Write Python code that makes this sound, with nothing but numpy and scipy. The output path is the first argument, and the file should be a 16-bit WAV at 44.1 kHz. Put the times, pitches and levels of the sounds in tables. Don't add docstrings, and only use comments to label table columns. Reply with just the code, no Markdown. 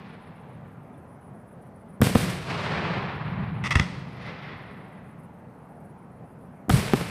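import sys
import numpy as np
from scipy import signal
from scipy.io import wavfile
from scipy.ndimage import uniform_filter1d

SR = 44100
rng = np.random.default_rng(int(sys.argv[2]) if len(sys.argv) > 2 else 0)


def transcribe(u):
    v = np.clip(np.atleast_2d(u).T, -1, 1)
    q = np.round(v * 32767).astype(np.int16)
    wavfile.write(sys.argv[1], SR, q)


def voltage_ratio(level):
    return 10 ** (np.asarray(level, float) / 20)


N = 313110
WALL_S = .0122


def evened(x):
    return x / np.sqrt(np.mean(x ** 2) + 1e-20)


def read(points, hz):
    f, value = np.transpose(points)
    return np.interp(np.log(hz + 1), np.log(f + 1), value)


def add(mix, s, sound):
    at = round(s * SR)
    sound = sound[max(-at, 0):]
    part = mix[max(at, 0):][:len(sound)]
    part += sound[:len(part)]


def ring(x, modes):
    out = np.zeros(len(x))
    for hz, width, db in modes:
        b, a = signal.iirpeak(hz, hz / width, SR)
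        out += voltage_ratio(db) * signal.lfilter(b, a, x)
    return out


# frequency in Hz, relative level in dB per Hz.
NIGHT_COLOUR = [(15, -53), (25, -26), (55, -16), (123, -2), (179, 0), (222, -3), (316, -15), (425, -12),
                (834, -15), (2090, -32), (3680, -49), (7800, -57), (9990, -51), (14600, -57), (15800, -65)]


def night():
    frames, hz = N // 256 + 5, np.fft.rfftfreq(1024, 1 / SR)
    real, imaginary, patches = rng.standard_normal(size=(frames, 513, 3)).T
    patches = uniform_filter1d(patches, size=10, axis=0)
    patches = evened(uniform_filter1d(patches, size=20, axis=1))
    level_db = read(NIGHT_COLOUR, hz)[:, None] + 1.2 * patches
    spectrum = (real + 1j * imaginary) * voltage_ratio(level_db)
    sound = signal.istft(spectrum, nperseg=1024, noverlap=768)[1][:N]
    return voltage_ratio(-45) * evened(sound)


# start in seconds, length in seconds, pitch in Hz,
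# level in dB before its swell and fade.
PEEP_TONE = (.93, .05, 3500, -76)


def peep():
    s, length, hz, db = PEEP_TONE
    out, t = np.zeros(N), np.arange(0, length, 1 / SR)
    tone = evened(ring(rng.standard_normal(len(t)), [(hz, 90, 0)]))
    add(out, s, voltage_ratio(db) * np.sin(np.pi * t / length) * tone)
    return out


# first chirp in seconds, number of chirps, seconds between chirps,
# first and last chirp's level in dB before random changes, tooth shaping and ringing.
NEAR_CHIRPS = [(.092, 4, .135, -62, -61), (.944, 8, .1365, -62, -57), (1.106, 3, .13, -60, -62),
               (3.552, 6, .134, -62, -63), (4.673, 5, .132, -63, -62), (5.589, 8, .134, -62, -64)]
FAR_CHIRPS = [(.68, 3, .152, -69, -68), (1.475, 2, .153, -68, -65), (2.975, 4, .142, -67, -68),
              (4.124, 12, .153, -68, -67), (6.28, 3, .138, -67, -68)]
# frequency in Hz, width in Hz, peak level in dB.
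NEAR_WING_RING = [(9400, 600, -3), (10300, 800, 0), (11800, 1000, -16)]
FAR_WING_RING = [(9100, 700, -1), (10800, 1500, -1), (12400, 1300, -4)]


def crickets(phrases, wing, narrowing):
    scrape = np.zeros(N)
    t = np.arange(4400) / SR - .025
    stroke_s, gap_s, teeth_hz = .014, .045, 290
    stroke = np.exp(-(t / stroke_s) ** 2) + np.exp(-((t - gap_s) / (1.3 * stroke_s)) ** 2)
    for start, chirps, period, first_db, last_db in phrases:
        for k, db in enumerate(np.linspace(first_db, last_db, round(chirps))):
            late, loud = rng.standard_normal(size=2)
            waver = evened(uniform_filter1d(rng.standard_normal(len(t)), size=200))
            tooth_phase = np.cumsum(teeth_hz * (1 + .12 * waver)) / SR % 1
            teeth = .5 + 1.1 * np.exp(-tooth_phase / .13)
            level = voltage_ratio(db + 1.1 * loud + 1.5 * waver)
            sound = level * stroke * teeth * rng.standard_normal(len(t))
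            add(scrape, start + k * period + t[0] + .002 * late, sound)
    return ring(ring(scrape, wing), narrowing)


def blast(length_ms, soft_ms):
    u = np.arange(1500) / SR * 1000 / length_ms
    wave = (2 * np.minimum(u, 1) - 1) * np.exp(-.35 * u - np.maximum(u - 1, 0) / .2)
    r = np.exp(-1000 / (SR * soft_ms))
    return signal.lfilter([(1 - r) ** 2], [1, -2 * r, r * r], wave)


# delay in seconds, rise in seconds,
# relative level in dB above and then below roughly 260 Hz, fade in dB per second before other losses.
LAND_BELTS = [(0, .02, -5, 1, 85), (0, .03, -1.5, -13, 34), (.1, .05, -6, -11, 32), (.43, .06, 2, -13, 34),
              (.59, .13, 2.5, -11, 16), (1.15, .2, -9, -9, 20)]


def belts(t, near_db):
    power = np.full((2, len(t)), 1e-9)
    for delay, rise, high_db, low_db, fade_db in LAND_BELTS:
        late = np.maximum(t - delay, 0)
        shape = np.minimum(late / rise, 1) * voltage_ratio(-fade_db * np.maximum(late - rise, 0))
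        nearness = voltage_ratio(near_db * (delay < .3))
        power += np.outer(voltage_ratio([high_db, low_db]), shape * nearness) ** 2
    return 10 * np.log10(power)


# frequency in Hz, change in dB per second of path.
AIR_CHANGE = [(170, 1), (500, -9), (850, 0), (2000, -5), (4000, -13), (5500, -25), (8000, -45),
              (12000, -64), (16000, -78)]


def land(colour_db, near_db, shadow_db):
    t = np.arange(3 * SR) / SR
    sign, chance, size = rng.random(size=(len(t), 3)).T
    taps = np.sign(sign - .5) * (chance < .3) * voltage_ratio(-2.2 * np.log(size + 1e-3))
    clumps = evened(uniform_filter1d(rng.standard_normal(len(t)), size=900))
    taps = evened(taps * voltage_ratio(1.3 * clumps))
    taps = taps * voltage_ratio(belts(t, near_db)[0] - shadow_db * t)
    hz, s, spectrum = signal.stft(taps, SR, nperseg=1024)
    colour = evened(voltage_ratio(colour_db(hz)))
    high_db, low_db = belts(s + 1 / SR, near_db)
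    low = 1 / (1 + (hz / 260) ** 6)
    path_db = np.outer(read(AIR_CHANGE, hz), s - .12) + np.outer(low, low_db - high_db)
    return signal.istft(spectrum * colour[:, None] * voltage_ratio(path_db), nperseg=1024)[1]


# frequency in Hz, relative level in dB per Hz.
BURST_COLOUR = [(15, -55), (25, -28), (55, -14), (85, -4), (110, 3), (178, 2), (270, -19), (400, -15),
                (871, -23), (1050, -21), (1270, -23), (2300, -23), (3200, -27), (5000, -30), (6550, -36),
                (10000, -34), (15500, -46)]


def burst_db(hz):
    return read(BURST_COLOUR, hz)


# frequency in Hz, width in Hz, relative peak level in dB.
TUBE_RING = [(1300, 300, -7), (2000, 220, 0), (2600, 260, -9), (3350, 200, -12), (5000, 1500, -15),
             (8300, 1200, -23)]


def tube_db(hz):
    peaks = sum(voltage_ratio(2 * db) / (1 + (2 * (hz - f) / w) ** 2) for f, w, db in TUBE_RING)
    thump = voltage_ratio(2 * (burst_db(hz) + 17))
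    return 10 * np.log10(peaks + thump) - 10 * np.log10(1 + (hz / 5600) ** 6)


# start in seconds, jet level in dB before its rise and fade, jet rise in seconds,
# jet length in seconds before its tail, thump level in dB before softening, thump length in ms.
MORTARS = [(3.6385, -30, .002, .04, -24, 4), (3.7075, -23.5, .001, .024, -30, 4),
           (3.7525, -11, .005, .0075, -1, 6.8), (3.7945, -14, .004, .006, -3, 4.5)]


def launches():
    out, t = np.zeros(N), np.arange(6000) / SR
    far = signal.butter(1, 3800, fs=SR)
    for s, jet_db, rise, length, thump_db, thump_ms in MORTARS:
        sputter = voltage_ratio(3 * evened(uniform_filter1d(rng.standard_normal(len(t)), size=60)))
        gas = signal.filtfilt(*far, rng.standard_normal(len(t)) * sputter)
        jet = evened(ring(gas, TUBE_RING))
        tail = 1.9 * np.sqrt(length) * np.exp(-np.maximum(t - length, 0) / .035)
        shape = np.minimum(t / rise, 1) * (.6 * (t < length) + tail)
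        add(out, s, voltage_ratio(jet_db) * jet * uniform_filter1d(shape, size=90))
        add(out, s + rise, voltage_ratio(thump_db) * blast(thump_ms, soft_ms=.65))
        add(out, s + rise + WALL_S, voltage_ratio(thump_db - 6) * blast(thump_ms, soft_ms=.8))
        energy_db = jet_db + 10 * np.log10(length / .02)
        add(out, s, voltage_ratio(energy_db - 13) * land(tube_db, near_db=-3.5, shadow_db=9))
    return out


# start in seconds, level in dB before softening, length in ms.
DULL_THUDS = [(2.0055, -7, 4), (2.0575, -12, 3.5), (2.0680, -6, 3.5), (2.1905, -14, 3.5),
              (6.6845, -15, 2.5), (6.7070, -7, 6), (6.7360, -4, 4.5), (6.7430, -7, 4), (6.7585, -6, 5.5)]


def thuds():
    out = np.zeros(N)
    for s, db, length_ms in DULL_THUDS:
        add(out, s, voltage_ratio(db) * blast(length_ms, soft_ms=.12 * length_ms))
    return out


# start in seconds, level in dB before softening, length in ms.
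SMALL_CRACKS = [(2.0335, -14, 2), (2.0712, -13, 1), (2.0960, -17, 1.5), (7.0120, -20, 2)]


def cracks():
    out = np.zeros(N)
    for s, db, length_ms in SMALL_CRACKS:
        add(out, s, voltage_ratio(db) * blast(length_ms, soft_ms=.05))
    return out


# start in seconds, direct blast and ground slap in dB before softening,
# slap delay in ms, blast length in ms, shell size in dB (sets the crack, splinters and echoes).
AIR_BURSTS = [(-0.8, -10, 0, 4.1, 3.5, -36), (2.0160, -10, 0, 4.3, 3.5, -20.5),
              (2.1520, -8, 0, 3.9, 3.6, -23.5), (6.6953, -10, -8, 4, 2.5, -19.5),
              (6.9356, -1, -5, 5, 2.2, -28)]


def shells():
    out, t = np.zeros(N), np.arange(400) / SR
    for s, direct_db, ground_db, ground_ms, length_ms, size_db in AIR_BURSTS:
        crack = np.diff(rng.standard_normal(size=len(t)), prepend=0) * np.exp(-t / .0004)
        add(out, s, voltage_ratio(.9 * size_db + 3) * crack)
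        add(out, s, voltage_ratio(direct_db) * blast(length_ms, soft_ms=.04))
        for late, luck in rng.random(size=(7, 2)):
            splinter_db = 2 * size_db + 34 - 8 * luck
            add(out, s + .009 * late, -voltage_ratio(splinter_db) * blast(length_ms=.5, soft_ms=.035))
        add(out, s + ground_ms / 1000, voltage_ratio(ground_db) * blast(length_ms, soft_ms=.06))
        add(out, s + WALL_S, voltage_ratio(ground_db - 3) * blast(length_ms, soft_ms=.4))
        add(out, s, voltage_ratio(size_db) * land(burst_db, near_db=0, shadow_db=0))
    return out


def scene():
    near = crickets(NEAR_CHIRPS, NEAR_WING_RING, narrowing=[(10100, 1400, 4)])
    far = crickets(FAR_CHIRPS, FAR_WING_RING, narrowing=[(10800, 3500, 4)])
    insects = near + far + peep()
    bangs = launches() + thuds() + cracks() + shells()
    return (night() + insects + bangs)[None]


# frequency in Hz, width in Hz, peak level in dB.
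PORT_RING = [(8200, 400, -4)]


def microphone(dry):
    cut = signal.lfilter(*signal.butter(1, 75, "high", fs=SR), dry)
    cut = cut + ring(cut[0], PORT_RING)
    ceiling = 1.3
    rounded = ceiling * np.tanh(cut / ceiling)
    edge = signal.firwin(255, 15300, fs=SR)
    return signal.oaconvolve(rounded, edge[None], "same")


def top_cut(x):
    return signal.sosfilt(signal.butter(12, 16470, fs=SR, output="sos"), x)


def record(dry):
    mix = microphone(dry)
    return top_cut(mix)


dry = scene()
out = record(dry)
transcribe(out)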